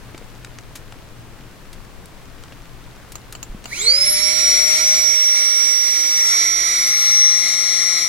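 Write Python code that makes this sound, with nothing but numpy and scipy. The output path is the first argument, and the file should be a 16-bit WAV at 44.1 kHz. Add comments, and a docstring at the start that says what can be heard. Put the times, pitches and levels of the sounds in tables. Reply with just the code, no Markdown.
"""A small, quiet room, with a stereo microphone close to a hand-held battery air pump.
Fingers fit the pump to a vinyl inflatable, with ticks and low bumps, and press its button.
A nine-blade impeller spins up to a whine, and air rushes through the resonant housing and nozzle.
The hands shift, so each side of the microphone hears the tones swell and fade on its own."""
import sys
import numpy as np
from scipy import signal
from scipy.fft import rfft, irfft
from scipy.io import wavfile
from scipy.ndimage import uniform_filter1d, map_coordinates

SR = 44100
rng = np.random.default_rng(int(sys.argv[2]) if len(sys.argv) > 2 else 0)


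def wav_out(sig):
    """Save sig, one row per channel (or a flat mono array), as 16-bit PCM at SR to the path in sys.argv[1]."""
    wavfile.write(sys.argv[1], SR, np.round(np.clip(np.atleast_2d(sig).T, -1, 1) * 32767).astype(np.int16))


N = 356328

# The empty room. Each row: frequency in Hz, relative noise density in dB.
ROOM_SPECTRUM = [(12, -5), (20, 5.5), (74, -4.5), (204, -8), (780, -17), (1400, -18.5), (14000, -35.5)]
# Its stereo image. Each row: frequency in Hz, left-right likeness from 0 to 1, left over right in dB.
ROOM_IMAGE = [(30, 0.016, 9.5), (135, 0.61, 0.5), (1800, 0.53, 2.5), (7000, 0.058, 1)]
# The background sinks once the pump is loud. Each row: time in seconds, level in dB.
ROOM_LEVEL = [(0, -37.5), (.6, -39), (3.7, -38.5), (4.1, -41.5), (5.1, -46.5)]
# Ticks of vinyl and nozzle. Each row: start in seconds, level in dB, band's nominal Hz, t60 in seconds.
VINYL_TICKS = [(0.146, -25, 1400, 0.02), (0.178, -22, 3770, 0.013), (.447, -18, 3230, 0.016),
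               (0.586, -21, 2830, 0.015), (.753, -22.5, 5600, 0.077), (0.923, -20.5, 2540, 0.013),
               (1.728, -29.5, 5000, 0.055), (2.058, -20, 8000, 0.0027), (2.437, -23, 2980, 0.01),
               (2.522, -25, 1280, 0.019), (3.119, -25, 7500, 0.038), (3.324, -20.5, 6500, 0.035),
               (3.64, -27, 4000, 0.042)]
# Handling bumps. Each row: start in seconds, level in dB, pitch in Hz.
HAND_BUMPS = [(.146, -26, 350), (.215, -27, 484), (3.497, -23, 30), (3.547, -22, 192)]
# Taps on the plastic shell. Each row: start in seconds, strength in dB, treble gain in dB.
BUTTON_TAPS = [(3.155, -28.5, 8), (3.351, -19, -7), (3.4288, -27, 8), (3.6563, -18, -5.5)]
# The shell's modes. Each row: frequency in Hz, relative level in dB, t60 in seconds.
SHELL_MODES = [(1410, -3, 0.01), (3000, 2, .005), (4600, 1, .005), (6920, 3, 0.014), (7500, 2, 0.014)]
# The speed the loaded motor settles to. 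Each row: time in seconds, shaft rate in Hz.
SETTLED_SPEED = [(4.0, 636), (4.2, 626.5), (4.47, 632), (4.75, 632.6), (4.89, 638.6), (5.4, 629.8),
                 (6.15, 633.8), (6.45, 639), (6.85, 642.5), (7.1, 640.3), (7.22, 642.2), (7.45, 639),
                 (8.08, 640.5)]
# The hands change grip. Each row: time in seconds, share of the second grip from 0 to 1.
GRIP_SHIFT = [(4.9, 0.11), (6.2, 0.45), (7.3, 1.0)]
# The blade tone at the microphone as the hands move.
# Each row: time in seconds, left and right level in dB before colouring, left phase lead in radians.
BLADE_AT_MIC = [(3.8, -17.5, -16, -1), (3.95, -19, -14.5, -2), (4.38, -25.5, -14.5, -1.5),
                (4.46, -12, -13, -0.9), (4.68, -13, -21, -1.5), (4.76, -12, -22, -3.5),
                (4.81, -26, -12, -7.5), (4.9, -12.5, -16, -9), (5.01, -23, -13, -7.5),
                (5.07, -26, -10, -10.4), (5.22, -16.5, -11, -9.5), (5.36, -16, -12.5, -9.5),
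                (5.6, -19.5, -11.5, -9.5), (6.05, -22, -13.5, -9), (6.19, -17, -14, -9),
                (6.35, -18, -14.5, -11.5), (6.6, -25, -16, -12), (6.85, -20.5, -19.5, -14),
                (6.93, -18, -20, -15.5), (7.25, -11.5, -14, -15.5), (7.45, -17.5, -26, -15),
                (7.8, -15.5, -28, -15), (8.08, -19.5, -28, -13)]
# Its octave. Each row: time in seconds, left and right level in dB before colouring.
OCTAVE_AT_MIC = [(4.3, -38, -35.5), (4.65, -42, -34.5), (5.7, -40, -35.5), (6.25, -43, -33.5),
                 (6.6, -37, -41), (6.95, -48, -32), (7.3, -45, -39.5), (8.08, -47, -42)]
# How the housing colours a tone. Each row: frequency in Hz, gain in dB.
HOUSING_COLOUR = [(300, -3.5), (480, 9.5), (630, 0), (1500, -16), (2160, 7.5), (2750, -11), (3950, -4),
                  (4300, 9.5), (5650, -0.5), (6600, 22), (8000, 15), (9000, -1), (10300, 8), (10950, 19),
                  (11350, 2.5)]
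# The shaft tone against the rush, left then right. Each row: dB in the first grip, dB in the second.
SHAFT_AT_MIC = [(-3.5, -16), (-3.5, -8.5)]
# Weak shaft harmonics. Each row: multiple of the shaft rate, left and right dB in the first grip,
# left and right dB in the second, left phase lead in radians.
SHAFT_HARMONICS = [(3, -45, -45, -51, -43, .4), (5, -50, -42, -60, -46, -2.0), (6, -50, -45, -44, -38, -.9),
                   (7, -52, -39, -43, -43, -2.6), (8, -54, -42, -34, -34, 2.2)]
# The rush of air at full speed. Each row: time in seconds, base level in dB.
RUSH_LEVEL = [(3.78, -29), (3.92, -35), (4.1, -35), (4.25, -32.5), (4.95, -32.5), (5.12, -35.5),
              (6.0, -35.5), (6.6, -33), (8.08, -33.5)]
# The nozzle's narrow hiss, shaded while the hands move.
# Each row: time in seconds, level against the rush in dB, left phase lead in radians.
NOZZLE_HISS = [(4.5, 0, -0.84), (5.2, -6, -1.7), (6.6, -10, -.7), (7.1, 0.5, -.4)]
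# Housing resonances; pairs are first grip, then second. Each row: two centres in Hz, width in Hz,
# two levels against the rush in dB, two left-over-right balances in dB, two left leads in radians.
HOUSING_MODES = [(469.5, 430, 250, -12.5, -15, -5.5, -2.5, -1.2, -1.5),
                 (1095, 1130, 290, -11, -16.5, -5.5, -13.5, -2, -0.5),
                 (1401, 1310, 144, -5.5, -9.5, -5.5, -5, -2.16, -0.8),
                 (1990, 2010, 137, -3.5, -2.5, -6.5, -7.5, -3.5, 0.5),
                 (2230, 2150, 187, 3, 2.5, -9, -3.5, 1.17, -0.5),
                 (3320, 3300, 410, -8.5, -17.5, -4, -4, -0.6, 3.5),
                 (3894, 3850, 600, -2.5, -0.5, -9, -6, -1.7, -.5),
                 (4633, 4800, 1140, 4, -0.5, -4, -3.5, -2, -3.5), (6080, 5800, 560, 3.5, 3, 0, 4.5, -3, -3),
                 (6770, 6850, 380, 0.5, 0.5, -5, 0, -4, -4),
                 (8250, 8500, 1530, 1, 0.5, -1.5, 0.5, -3, -2.5),
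                 (9800, 9800, 740, -3, -5.5, 1, 0, -4.5, -4.5),
                 (12100, 12900, 2400, -19, -17.5, 0, -2, 1.1, 0.8)]

BLADES, NOMINAL_SHAFT_HZ = 9, 630
START_S, SPIN_UP_S = 3.633, .248
NOZZLE_HZ, NOZZLE_WIDTH_HZ, NOZZLE_PAN_DB = 4090, 123, -1.5
UNSHARED_BY_GRIP = (0.57, .3)   # share of the rush at 6 kHz that the two sides do not have in common


def from_db(db):
    """Decibels to gain."""
    return 10 ** (np.asarray(db) / 20)


def unit_power(x):
    """Scale to an RMS of 1."""
    return x / np.sqrt(np.mean(np.abs(x) ** 2) + 1e-20)


def in_time(rows):
    """Columns of a table as curves, sample by sample."""
    seconds, *columns = np.transpose(rows)
    return [np.interp(np.arange(N) / SR, seconds, column) for column in columns]


def at_hz(rows, hz, column=1):
    """Read a column of a spectrum on a log frequency axis."""
    rows = np.array(rows)
    return np.interp(np.log(hz), np.log(rows[:, 0]), rows[:, column])


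def blend(first, second, share):
    """Slide from the first value to the second."""
    return first + (second - first) * share


def drift(rate_hz):
    """Smooth random wander with a spread of 1."""
    step = 40   # samples
    pole = np.exp(-2 * np.pi * rate_hz * step / SR)
    slow = signal.lfilter([1], [1, -2 * pole, pole * pole], rng.standard_normal(N // step + 2002))[2000:]
    return np.interp(np.arange(N) / step, np.arange(len(slow)), unit_power(slow))


def phase_of(hz):
    """Running phase of a changing frequency."""
    return 2 * np.pi * np.cumsum(hz) / SR


def stereo_tone(phase, left_db, right_db, lead):
    """A tone at the microphone, its left side ahead by lead radians."""
    left = from_db(left_db) * np.cos(phase + lead)
    right = from_db(right_db) * np.cos(phase)
    return np.sqrt(2) * np.array([left, right])


def ring(clicks, hz, t60):
    """Each click sets a dying sine ringing."""
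    r, w = from_db(-60 / (t60 * SR)), 2 * np.pi * hz / SR
    return signal.lfilter([0, np.sin(w)], [1, -2 * r * np.cos(w), r * r], clicks + 1e-18)


def room_tone(hum_db):
    """Bass-heavy room noise; a narrow peak at 120 Hz is the rough mains hum."""
    hz = np.maximum(np.fft.rfftfreq(N, 1 / SR), 1)
    mid, side = rfft(rng.standard_normal((2, N))) * from_db(at_hz(ROOM_SPECTRUM, hz))
    mid *= 1 + from_db(hum_db) / (1 + ((hz - 120) / 6) ** 2)
    alike = np.clip(at_hz(ROOM_IMAGE, hz), 0, 1)
    spectrum = np.sqrt(1 + alike) * mid + np.sqrt(1 - alike) * side * [[1], [-1]]
    balance = from_db(at_hz(ROOM_IMAGE, hz, column=2) / 2 * [[1], [-1]])
    return unit_power(irfft(balance * spectrum, N))


def vinyl_crackle(per_second):
    """Tiny crackles come in clusters, a little to the left, each ringing at one of eight pitches."""
    sizes = from_db(3.5 * np.minimum(rng.exponential(1, N), 2.2))
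    clicks = sizes * (rng.random(N) < per_second * from_db(6 * drift(2.5)) / SR)
    mode = rng.integers(0, 8, N)
    pitches = np.geomspace(1100, 6000, num=8)
    crackle = sum(ring(clicks * (mode == k), hz, t60=5 / hz) for k, hz in enumerate(pitches))
    return crackle * from_db([[1.5], [-1.5]])


def vinyl_ticks():
    """Vinyl and nozzle tick and creak under the fingers: short, dying bursts of noise."""
    out, t = np.zeros((2, N)), np.arange(SR // 8) / SR
    for start, level_db, hz, t60 in VINYL_TICKS:
        band = signal.butter(2, [hz / 6, hz * 1.8], "band", fs=SR, output="sos")
        burst = unit_power(signal.sosfilt(band, rng.standard_normal(len(t))))
        envelope = from_db(level_db - 60 * t / t60) * np.minimum(20 * t / t60, 1)
        out[:, round(start * SR):][:, :len(t)] += envelope * burst * [[.6], [.45]]
    return out


def hand_bumps():
    """Low handling bumps in the centre, each dying within a few cycles."""
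    out, t = np.zeros((2, N)), np.arange(SR // 8) / SR
    for start, level_db, hz in HAND_BUMPS:
        bump = np.sin(2 * np.pi * hz * t) * np.exp(-hz * t)
        out[:, round(start * SR):][:, :len(t)] += from_db(level_db) * bump
    return out


def wall_echoes(sound, t60):
    """Near walls send different early echoes to each side of the microphone."""
    t = np.arange(round(t60 * SR)) / SR
    echoes = rng.standard_normal((2, len(t))) * from_db(-60 * t / t60) * (t > .002)
    echoes /= np.sqrt(np.sum(echoes ** 2) / 2)
    return signal.fftconvolve(sound, echoes, axes=1)[:, :N]


def button_taps():
    """Each tap is a few milliseconds of rattling contact that rings the plastic shell."""
    snaps, treble, t = np.zeros((2, N)), np.ones(N), np.arange(SR // 8) / SR
    for start, strength_db, treble_db in BUTTON_TAPS:
        onset = round(start * SR)
        treble[onset:] = from_db(treble_db)
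        rattle = rng.choice([-1, 1], (2, len(t)))
        snaps[:, onset:onset + len(t)] += from_db(strength_db - 2200 * t) * rattle
    out = from_db(-7) * treble * snaps
    for hz, level_db, t60 in SHELL_MODES:
        out += from_db(level_db - 24) * ring(snaps * (treble if hz > 5000 else 1), hz, t60)
    return out


def motor_speed():
    """Shaft turns per second: the motor climbs quickly, then eases into its settled speed."""
    running_s = np.maximum(np.arange(N) / SR - START_S, .01)
    return in_time(SETTLED_SPEED)[0] * np.tanh(running_s / SPIN_UP_S)


def sweep_ripple(shaft_hz, depth_db, spacing_hz):
    """A gliding tone runs over the room's peaks and dips, so it flutters while the pitch climbs."""
    grid_hz = np.arange(0, 800, .05)
    ripple = map_coordinates(rng.standard_normal(2000), [grid_hz / spacing_hz], order=3)
    hz_per_second = np.gradient(shaft_hz) * SR
    climbing = uniform_filter1d(np.clip(hz_per_second / 90 - .3, 0, 1), size=1500)
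    return depth_db * climbing * np.minimum(np.interp(shaft_hz, grid_hz, ripple), .5)   # capped peaks


def impeller_whine(shaft_hz, grip):
    """Passing blades and the turning shaft give tones locked to one speed, growing as it rises."""
    angle = phase_of(shaft_hz + 0.28 * drift(34))
    decades = np.log10(shaft_hz / NOMINAL_SHAFT_HZ)
    rise_db = 38 * decades

    def colour_db(multiple):
        return rise_db + at_hz(HOUSING_COLOUR, multiple * shaft_hz)

    def flutter_db():
        return sweep_ripple(shaft_hz, depth_db=6.5, spacing_hz=5) + .5 * drift(15)

    # The blade tone, its octave and its third harmonic.
    left_db, right_db, blade_lead = in_time(BLADE_AT_MIC)
    left_db += colour_db(BLADES) + flutter_db()
    right_db += colour_db(0.99 * BLADES) + flutter_db()
    out = stereo_tone(BLADES * angle, left_db, right_db, blade_lead)
    octave_db = [db + colour_db(2 * BLADES) + flutter_db() + 1.5 * drift(30)
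                 for db in in_time(OCTAVE_AT_MIC)]
    out += stereo_tone(2 * BLADES * angle, *octave_db, lead=-2.05)
    third_db = [db + rise_db + flutter_db() for db in (-46, -42)]
    out += stereo_tone(3 * BLADES * angle, *third_db, lead=2 * blade_lead)

    # The shaft tone and its weak harmonics, which grow faster with speed.
    shaft_db = [blend(*side, grip) + in_time(RUSH_LEVEL)[0] + colour_db(1) for side in SHAFT_AT_MIC]
    out += stereo_tone(angle, *shaft_db, lead=-1.3 - 2.65 * grip)
    changeover = np.clip((grip - .43) / .3, 0, 1)   # midway through the shift of grip
    for multiple, left1, right1, left2, right2, lead in SHAFT_HARMONICS:
        left_db = blend(left1, left2, changeover) + 80 * decades + 1.5 * drift(3)
        right_db = blend(right1, right2, changeover) + 80 * decades + 1.5 * drift(3)
        out += stereo_tone(multiple * angle, left_db, right_db, lead)
    return out * (np.arange(N) / SR > START_S)


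def resonant_hiss(hz, width_hz, level_db, pan_db, lead, unshared):
    """Noise rings in one resonance, partly different on each side of the microphone."""
    pole = signal.butter(1, .78 * width_hz, fs=SR, output="sos")
    white = rng.standard_normal((2, N)) + 1j * rng.standard_normal((2, N))
    narrow = unit_power(signal.sosfilt(np.vstack([pole, pole]), white))   # pointed top, steep flanks
    common, own = narrow * np.exp(1j * phase_of(hz))
    unshared = np.clip(unshared * hz / 6000, 0, 1)   # the sides are more alike in the bass
    left = np.sqrt(1 - unshared) * common * np.exp(1j * lead) + np.sqrt(unshared) * own
    return np.sqrt(2) * np.array([from_db(level_db + pan_db / 2) * left.real,
                                  from_db(level_db - pan_db / 2) * common.real])


def air_rush(shaft_hz, grip, waver_db):
    """Turbulence rings in each resonance of nozzle and housing; it grows with speed."""
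    gust, unshared = drift(5.7), blend(*UNSHARED_BY_GRIP, grip)
    level_db, lead = in_time(NOZZLE_HISS)
    level_db += waver_db * (gust + drift(19))
    out = resonant_hiss(np.full(N, NOZZLE_HZ), NOZZLE_WIDTH_HZ, level_db, NOZZLE_PAN_DB, lead, unshared)
    for hz1, hz2, width_hz, db1, db2, pan1, pan2, lead1, lead2 in HOUSING_MODES:
        level_db = blend(db1, db2, grip) + waver_db * (gust + drift(17))
        pan_db, lead = blend(pan1, pan2, grip), blend(lead1, lead2, grip)
        out += resonant_hiss(blend(hz1, hz2, grip), width_hz, level_db, pan_db, lead, unshared)
    flow = from_db(in_time(RUSH_LEVEL)[0]) * (shaft_hz / NOMINAL_SHAFT_HZ) ** 1.93
    return out * flow * (np.arange(N) / SR > START_S)


def spin_up_hiss(level_db, above_hz, peak_after_s):
    """Bright hiss swells and dies during spin-up."""
    age = np.maximum(np.arange(N) / SR - START_S, 0) / peak_after_s
    swell = (age * np.exp(1 - age)) ** 2
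    highpass = signal.butter(2, above_hz, "high", fs=SR, output="sos")
    noise = signal.sosfilt(highpass, rng.standard_normal((2, N)))
    return from_db(level_db + 2 * drift(30)) * swell * noise


def scene():
    """Pump and hands close to the microphone, with the room behind them."""
    shaft_hz, grip = motor_speed(), in_time(GRIP_SHIFT)[0]
    near = air_rush(shaft_hz, grip, waver_db=.9)
    near += spin_up_hiss(level_db=-40.5, above_hz=5000, peak_after_s=0.17)
    near += vinyl_ticks() + hand_bumps() + button_taps()
    echo = from_db(-12) * wall_echoes(near, t60=.09)
    whine = impeller_whine(shaft_hz, grip)
    background = room_tone(hum_db=5.5) + from_db(-.5) * vinyl_crackle(per_second=90)
    return whine + near + echo + from_db(in_time(ROOM_LEVEL)[0]) * background


def record(dry):
    """The treble is cut steeply above 15.9 kHz."""
    return signal.sosfilt(signal.ellip(10, .5, 70, 15900, fs=SR, output="sos"), dry)


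dry = scene()
out = record(dry)
wav_out(out)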